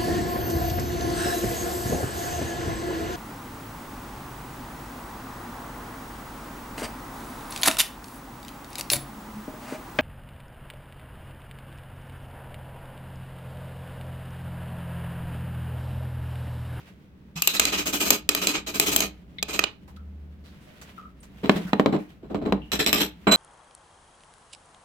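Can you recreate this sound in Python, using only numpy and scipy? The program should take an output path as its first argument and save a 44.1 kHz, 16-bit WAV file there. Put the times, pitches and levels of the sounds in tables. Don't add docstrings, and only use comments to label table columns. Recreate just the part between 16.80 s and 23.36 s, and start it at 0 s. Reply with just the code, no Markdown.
import sys
import numpy as np
from scipy import signal
from scipy.fft import rfft, irfft
from scipy.io import wavfile

SR = 44100
rng = np.random.default_rng(int(sys.argv[2]) if len(sys.argv) > 2 else 0)


def output_pcm(signal):
    pcm = np.clip(np.atleast_2d(signal).T, -1, 1) * 32767
    wavfile.write(sys.argv[1], SR, np.round(pcm).astype(np.int16))


N = 289296
SIZE = 16384
T, F = np.arange(SIZE) / SR, np.arange(SIZE // 2 + 1) * SR / SIZE
SCENE_T = np.arange(N) / SR
PULSE = 1. * (T == 0)[None]
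SIDES = np.array([[1], [-1]])


def amp(db):
    return 10 ** (np.asarray(db) / 20)


def curve(points, f=F):
    hz, value = np.transpose(points)
    return np.interp(np.log(f + 1), np.log(hz), value)


def colour(body, modes=()):
    low_cut = 1 + (.7 * body[0][0] / (F + 1)) ** 4
    high_cut = 1 + (F / (1.5 * body[-1][0])) ** 6
    peaks = sum(amp(db) ** 2 / (1 + (2 * (F - hz) / width) ** 2) for hz, width, db in modes)
    return amp(curve(body)) * np.sqrt((1 + peaks) / (low_cut * high_cut))


def tilted(gain, db_per_octave):
    return gain * amp(db_per_octave * np.log2((F + 100) / 1000))


def resonate(force, gain):
    cepstrum = irfft(np.log(gain / np.sqrt(np.mean(gain ** 2)) + 1e-5))
    cepstrum[..., 1:SIZE // 2] *= 2
    cepstrum[..., SIZE // 2 + 1:] = 0
    response = np.atleast_2d(irfft(np.exp(rfft(cepstrum))))
    return signal.fftconvolve(force, response, axes=1)[:, :SIZE]


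def swell(rise, fall):
    rise = max(rise, .001)
    return (T / rise) ** (rise / fall) * np.exp((rise - T) / fall)


def burst(x):
    return x / np.sqrt(np.mean(np.sum(x ** 2, axis=1)) / (.005 * SR))


def add(out, s, x):
    i = int(s * SR)
    out[:, i:i + SIZE] += x[:, :N - i]


def ports(noise, wide_hz=1350):
    size = noise.shape[1]
    width = np.minimum(0.11 + np.arange(size // 2 + 1) * SR / size / wide_hz, 1)
    mid, side = rfft(noise[0]), width * rfft(noise[1])
    return irfft((mid + side * SIDES) / np.sqrt(1 + width ** 2), size)


# frequency in Hz, left minus right in dB.
PORT_BALANCE = [(1300, -2), (2500, -1.5), (4400, -3), (8000, -3.5), (10500, 3.5), (12500, 12), (16000, 1.5)]

def balance(pan_db=0):
    return amp(SIDES * (curve(PORT_BALANCE) + pan_db) / 2)


def grit(spread_db=0):
    noise = rng.standard_normal((2, SIZE))
    sizes = amp(spread_db * rng.standard_normal(SIZE // 16).repeat(16))
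    grains = ports(noise * sizes)
    return grains / grains.std()


# frequency in Hz, relative level in dB.
ROOM_TONE = [(25, -13), (40, -21), (60, 5), (95, -5), (150, -2.5), (190, 4.5), (240, -5.5), (310, -8),
             (450, -14.5), (800, -24), (1800, -28), (4000, -38), (9000, -51), (16000, -43.5)]
# time in seconds, level in dB.
HUM_LEVEL = [(0, -76.5), (2.95, -69.5), (3.1, -53.5), (3.2, -42.5), (3.35, -40.5), (3.5, -42.5),
             (3.7, -49.5), (3.9, -73), (6.56, -77)]

def workshop(air_db=-51, hum_hz=74.5):
    f = np.arange(N // 2 + 1) * SR / N
    noise = ports(rng.standard_normal((2, N)))
    air = irfft(rfft(noise) * amp(curve(ROOM_TONE, f)), N)
    hum = np.sqrt(2) * np.sin(2 * np.pi * hum_hz * SCENE_T)
    hum_db = np.interp(SCENE_T, *np.transpose(HUM_LEVEL))
    return amp(air_db) * air / air.std() + amp(hum_db) * hum


def walls(x, t60=0.22, wet_db=-20):
    dull = colour([(150, 6), (1000, 4.5), (4000, 1), (14000, -25.0)])
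    tail = resonate(grit() * swell(.01, t60 / np.log(1000)), dull)
    tail /= np.sqrt(np.sum(tail ** 2) / 2)
    return amp(wet_db) * signal.fftconvolve(x, tail, axes=1)[:, :N]


# frequency in Hz, width in Hz, height above the body in dB.
TUB_MODES = [(193, 22, 7.4), (301, 17, 8.5), (422.4, 24, 7.6), (643, 36, 4.3), (862, 12, 3),
             (1072, 23, 4.6)]

def tub_colour(body):
    sway = (61, 7, 11)
    return colour(body, TUB_MODES + [sway])


# time in seconds, level in dB.
LEANING_LEVEL = [(.3, -85), (.9, -43), (1.598, -54), (2.1, -40.5), (2.38, -53), (2.55, -48), (2.95, -51.5),
                 (3.6, -55), (4.3, -58), (4.55, -50.5), (5.35, -57), (5.65, -35.5), (5.9, -48.5),
                 (6.56, -55)]

def leaning():
    db = np.interp(SCENE_T, *np.transpose(LEANING_LEVEL))
    push = amp(db) * ports(rng.standard_normal((2, N)))
    tub = tub_colour([(28, -7.5), (60, -1), (100, -7.5), (170, -1.5), (260, -9.5), (420, -20.5)])
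    return signal.fftconvolve(push, resonate(PULSE, tub), axes=1)[:, :N]


# start in seconds, level in dB, pitch in Hz.
TUB_BOOMS = [(.559, -34, 164.6), (4.754, -26, 177), (4.852, -28.5, 185)]

def booms(swell_s=0.0054, fall_s=0.028):
    out = np.zeros((2, N))
    for s, db, hz in TUB_BOOMS:
        tone = np.sqrt(2) * np.sin(2 * np.pi * hz * T)[None]
        add(out, s, amp(db) * tone * swell(swell_s, fall_s))
    return out


def sand(hz, width_hz, peak_db):
    body = [(500, 9), (2000, 5.0), (4500, -3), (9000, -8), (16000, -9.5)]
    return colour(body, [(hz, width_hz, peak_db)]) * balance()


# time in seconds, level in dB.
RUSTLE_LEVEL = [(0, -54.5), (.3, -72), (2.9, -65.5), (3.4, -72), (3.75, -67), (4.04, -52), (4.33, -66.5),
                (4.62, -58), (4.8, -40.5), (4.93, -54), (5.38, -71.5), (5.9, -62.5), (6.33, -59),
                (6.56, -59)]

def rustle(grain_db=3.0, flutter_db=3.04, flutter_s=0.041):
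    noise = rng.standard_normal((2, N))
    sizes = amp(grain_db * rng.standard_normal(N // 16 + 1).repeat(16)[:N])
    grains = ports(noise * sizes)
    surges = np.interp(SCENE_T / flutter_s, np.arange(1024), rng.standard_normal(1024))
    db = np.interp(SCENE_T, *np.transpose(RUSTLE_LEVEL)) + flutter_db * surges
    one_grain = resonate(PULSE, sand(hz=2900, width_hz=1800, peak_db=7))
    return signal.fftconvolve(amp(db) * grains / grains.std(), one_grain, axes=1)[:, :N]


# start in seconds, level in dB, swell in seconds, strong band in Hz.
SAND_SCUFFS = [(3.075, -50.5, 0.012, 900), (3.161, -53, 0.0048, 4040), (3.636, -55.5, 0.029, 4190),
               (3.8, -63, 0.028, 8700), (4.012, -43.5, 0.0093, 7350), (4.426, -51, 0.0098, 7500),
               (4.568, -56, 0.018, 2900), (4.705, -40, 0.0089, 4430), (4.756, -36, 0.011, 3530),
               (4.865, -43, 0.015, 1510), (5.18, -52, 0.027, 2300), (5.285, -56, .016, 3070)]

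def scuffs(relative_width=0.31):
    out = np.zeros((2, N))
    for s, db, rise, hz in SAND_SCUFFS:
        grains = grit(spread_db=2.8) * swell(rise, rise)
        add(out, s, amp(db) * resonate(grains, sand(hz, relative_width * hz, peak_db=9)))
    return out


# start in seconds, level in dB, pitch in Hz, time to fall 60 dB in seconds.
TOOL_CLINKS = [(.623, -26, 2690, 0.15), (.675, -19, 2750, .08), (.685, -28, 3920, 0.33),
               (.767, -22, 4000, .06), (2.584, -31.5, 2120, .035), (2.584, -28.5, 3630, 0.048),
               (3.166, -49, 1324, 0.19), (3.87, -52, 620, 0.41), (4.178, -39, 1258, 0.24),
               (4.253, -46.5, 1290, 0.2), (4.404, -57, 8900, .2), (5.816, -47.5, 2850, 0.28)]

def clinks(relative_width=0.062):
    out = np.zeros((2, N))
    for s, db, hz, t60 in TOOL_CLINKS:
        ring = 1 / (1 + ((F - hz) / (relative_width * hz)) ** 2)
        add(out, s, amp(db) * resonate(grit() * amp(-60 * T / t60), ring))
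    return out


# frequency in Hz, width in Hz, height above the body in dB.
ROD_MODES = [(4002, 70, 11.5), (7615, 110, 17), (12168, 120, 20)]

def rod(ring_db):
    return [(hz, width, db + ring_db) for hz, width, db in ROD_MODES]


# start in seconds, level in dB, swell in seconds.
RING_STARTS = [(6.47, -34, 0.013), (6.514, -18.5, 0.013)]
# relative level in dB, time to fall 60 dB in seconds,
# left minus right in dB.
FREE_MODES = [(0, 0.82, -6.5), (-7, 0.071, -15.5), (-17.5, 0.22, 7)]

def ringing_rod():
    out = np.zeros((2, N))
    for s, db, rise in RING_STARTS:
        for (hz, _, _), (mode_db, t60, pan_db) in zip(ROD_MODES, FREE_MODES):
            tone = np.sqrt(2) * np.sin(2 * np.pi * (hz * T + rng.random()) + SIDES * np.pi / 5)
            gain = amp(db + mode_db + SIDES * pan_db / 2)
            add(out, s, gain * tone * swell(rise, t60 / np.log(1000)))
    return out


def spot(ripple_db, spacing_hz=170):
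    levels = rng.standard_normal((2, 1024))
    ripple = np.array([np.interp(F / spacing_hz, np.arange(1024), side) for side in levels])
    return amp(ripple_db * ripple)


def hardness(db_per_octave, corner_hz=4000):
    return amp(db_per_octave * np.log2(1 + (F / corner_hz) ** 2) / 2)


def blows(rows, body, modes, thud, tick_db, click_s, click_tilt_db, fall_s, ripple_db,
          thump_db, thump_tilt_db, shudder_db, shudder_s, grit_db=5.0):
    out = np.zeros((2, N))
    metal, tub = colour(body, modes), tub_colour(thud)
    hard_tub = tilted(tub, thump_tilt_db)
    push = burst(resonate(PULSE, hard_tub))
    for s, click_db, chatter_db, rise, tub_db, treble_db, pan_db in rows:
        steel = metal * hardness(treble_db) * spot(ripple_db) * balance(pan_db)
        contact = amp(tick_db) * burst(PULSE) + burst(grit() * np.exp(-T / click_s))
        click = burst(resonate(contact, tilted(steel, click_tilt_db)))
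        shudder = burst(resonate(grit() * swell(0.0023, shudder_s), hard_tub))
        thump = push + amp(shudder_db) * shudder
        envelope = swell(rise, fall_s)
        rumble = resonate(grit() * envelope, tub)
        rumble *= np.sqrt(np.mean(envelope ** 2) / np.mean(rumble ** 2))
        chatter = resonate(grit(grit_db) * envelope, steel)
        add(out, s, amp(click_db) * (click + amp(tub_db + thump_db) * thump))
        add(out, s, amp(chatter_db) * (chatter + amp(tub_db) * rumble))
    return out


# start in seconds, click in dB, chatter in dB, swell in seconds,
# thud relative to the steel in dB, treble slope in dB per octave.
SET_DOWN = [(6.469, -35, -23, 0.0054, 9.5, -22), (6.513, -39, -19.5, 0.012, 0.5, 7.5)]
# frequency in Hz, relative level in dB.
FLOOR_BODY, FLOOR_THUD = [(500, 2), (1400, -4), (2200, 14), (3200, 8.5), (4800, -4.5), (6800, -4),
                          (9000, -24), (12000, -25), (16000, -42)], [(50, -20), (120, -9), (190, 4), (300, -2), (550, 1.5),
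                                              (900, -2), (1500, 0.5), (2200, -33)]

def rod_on_floor():
    rows = [(*row, 0) for row in SET_DOWN]
    return blows(rows, FLOOR_BODY, rod(ring_db=1.5), FLOOR_THUD,
                 tick_db=-10, click_s=0.0036, click_tilt_db=-4.0, fall_s=0.019, ripple_db=0.0,
                 thump_db=2, thump_tilt_db=-3.5, shudder_db=7, shudder_s=0.0032)


# start in seconds, click in dB, chatter in dB.
TAPS = [(.621, -15.5, -34), (.674, -10, -29), (0.7966, -9.5, -24), (0.853, -15.5, -25.5),
        (1.305, -6.5, -21.5), (1.491, -10.5, -31), (1.549, -17, -28), (1.671, -14, -23.5),
        (1.998, -10.5, -25), (2.162, -11, -26.5), (2.205, -16.5, -25), (2.627, -18.5, -51),
        (2.792, -12, -33.5), (2.839, -14.5, -39), (4.695, -11, -40.5), (4.932, -18.5, -48),
        (4.997, -17, -40), (5.060, -19.5, -36.5), (5.546, -33, -43), (5.724, -22.5, -43), (5.918, -24, -23),
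        (6.063, -15.5, -22.5), (6.129, -12.5, -20)]
# start in seconds, chatter in dB.
GRAZES = [(0.554, -33.5), (0.731, -25), (0.917, -22.5), (0.972, -24), (1.053, -24.5), (1.123, -22.5),
          (1.196, -22), (1.248, -23.5), (1.610, -24.5), (1.734, -24.5), (1.861, -30), (1.936, -28),
          (2.057, -21.5), (2.11, -24), (2.678, -32), (2.725, -28.5), (4.631, -37), (4.754, -41.5),
          (4.847, -61), (5.122, -36), (5.425, -60), (5.496, -52), (5.612, -51), (5.651, -43.5),
          (5.989, -21), (6.163, -25), (6.199, -20.5)]

def strokes(from_s, to_s, tap_swell_s, graze_swell_s, bedded_db, loose_db=0, bed_s=1):
    rows = [(s, click_db, chatter_db, tap_swell_s) for s, click_db, chatter_db in TAPS]
    rows += [(s, -np.inf, db, graze_swell_s) for s, db in GRAZES]
    return [(s, click_db, chatter_db, rise, bedded_db + loose_db * np.exp((from_s - s) / bed_s))
            for s, click_db, chatter_db, rise in rows if from_s <= s < to_s]


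# frequency in Hz, relative level in dB.
JAW_BODY, JAW_THUD = [(400, -20.5), (1000, -6.5), (2000, -1.5), (3400, 1), (4500, -9.5), (5500, -4.5),
                      (7000, -18), (8500, -16), (10800, -24.5), (14500, -20.5), (16000, -34)], [(60, -10.5), (130, -13.5), (190, -3), (300, -2.5), (500, -6.5),
                                        (800, -11.5), (1500, -25)]

def rod_on_jaws(treble_db=0.2, pan_db=0.7):
    hits = strokes(from_s=5.9, to_s=6.3, tap_swell_s=0.014, graze_swell_s=0.015, bedded_db=-4.0)
    rows = [(*hit, treble_db, pan_db) for hit in hits]
    return blows(rows, JAW_BODY, rod(ring_db=3.5), JAW_THUD,
                 tick_db=-8.5, click_s=0.0018, click_tilt_db=1.0, fall_s=0.015, ripple_db=4.5,
                 thump_db=-9.5, thump_tilt_db=3, shudder_db=-2.0, shudder_s=0.00435)


# frequency in Hz, relative level in dB.
GRIP_BODY, GRIP_THUD = [(500, 1), (1200, 0), (1900, 2), (2900, -1), (4000, -5.5), (4700, -12),
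                        (7500, -22.5), (10000, -28), (12200, -32), (16000, -21.5)], [(50, -30), (120, -6), (185, 2.5), (300, 4), (560, -6), (800, -9),
                                           (1300, -16.5), (2200, -41)]

def rod_on_grips(treble_db=-1.0, pan_db=1.7):
    hits = strokes(from_s=4.6, to_s=5.8, tap_swell_s=0.0041, graze_swell_s=.014,
                   bedded_db=26, loose_db=-13, bed_s=1.0)
    rows = [(*hit, treble_db, pan_db) for hit in hits]
    return blows(rows, GRIP_BODY, rod(ring_db=-1.5), GRIP_THUD,
                 tick_db=-8.5, click_s=0.0028, click_tilt_db=-3.5, fall_s=0.017, ripple_db=1.5,
                 thump_db=-11.0, thump_tilt_db=3.5, shudder_db=-2, shudder_s=0.0062)


# frequency in Hz, width in Hz, height above the body in dB.
SPANNER_MODES = [(1250, 90, 8), (2470, 160, 9), (3080, 130, 4), (6530, 240, 10), (8950, 200, 4),
                 (12900, 200, 11), (15220, 170, 14)]
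# frequency in Hz, relative level in dB.
SPANNER_BODY, SPANNER_THUD = [(400, -13), (900, 0), (1800, -1), (2900, 4), (4000, 0.5), (5000, 1),
                              (7000, -4.5), (9000, -7.5), (11000, -13), (14000, -11.5), (16000, -19.5)], [(60, -12.5), (140, -6.5), (200, 1), (320, 5.5),
                                                    (520, -1.5), (800, -5.5), (1500, -17.5)]
# time in seconds, distance from the open jaw in cm.
LANDING_SPOTS = [(.55, 10), (.62, 1), (.8, 8.5), (.93, 10), (1.08, 2.5), (1.3, 4.5), (1.49, 9), (1.67, 7),
                 (1.74, 14.5), (1.94, 5), (2.16, 2), (2.25, 12), (2.74, 8.5), (2.84, 23.5)]

def rod_on_spanner(jaw_treble_db=5.5, treble_db_per_cm=-0.91, jaw_pan_db=0.56, pan_db_per_cm=-0.04):
    hits = strokes(from_s=.55, to_s=3, tap_swell_s=0.022, graze_swell_s=0.02,
                   bedded_db=-6.0, loose_db=-15, bed_s=0.19)
    spots_cm = np.interp([hit[0] for hit in hits], *np.transpose(LANDING_SPOTS))
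    rows = [(*hit, jaw_treble_db + treble_db_per_cm * cm, jaw_pan_db + pan_db_per_cm * cm)
            for hit, cm in zip(hits, spots_cm)]
    return blows(rows, SPANNER_BODY, rod(ring_db=-3.0) + SPANNER_MODES, SPANNER_THUD,
                 tick_db=-9.5, click_s=0.0026, click_tilt_db=2.0, fall_s=0.013, ripple_db=2.5,
                 thump_db=-9.0, thump_tilt_db=5.0, shudder_db=1.0, shudder_s=0.0015, grit_db=2.5)


def scene():
    strikes = rod_on_spanner() + rod_on_grips() + rod_on_jaws() + rod_on_floor()
    close = strikes + ringing_rod() + booms() + clinks() + scuffs() + rustle() + leaning()
    return close + walls(close) + workshop()


def record(dry, top_hz=16500):
    low_pass = signal.ellip(10, .2, 75, top_hz, fs=SR, output="sos")
    return signal.sosfilt(low_pass, np.clip(dry, -1, 1))


dry = scene()
out = record(dry)
output_pcm(out)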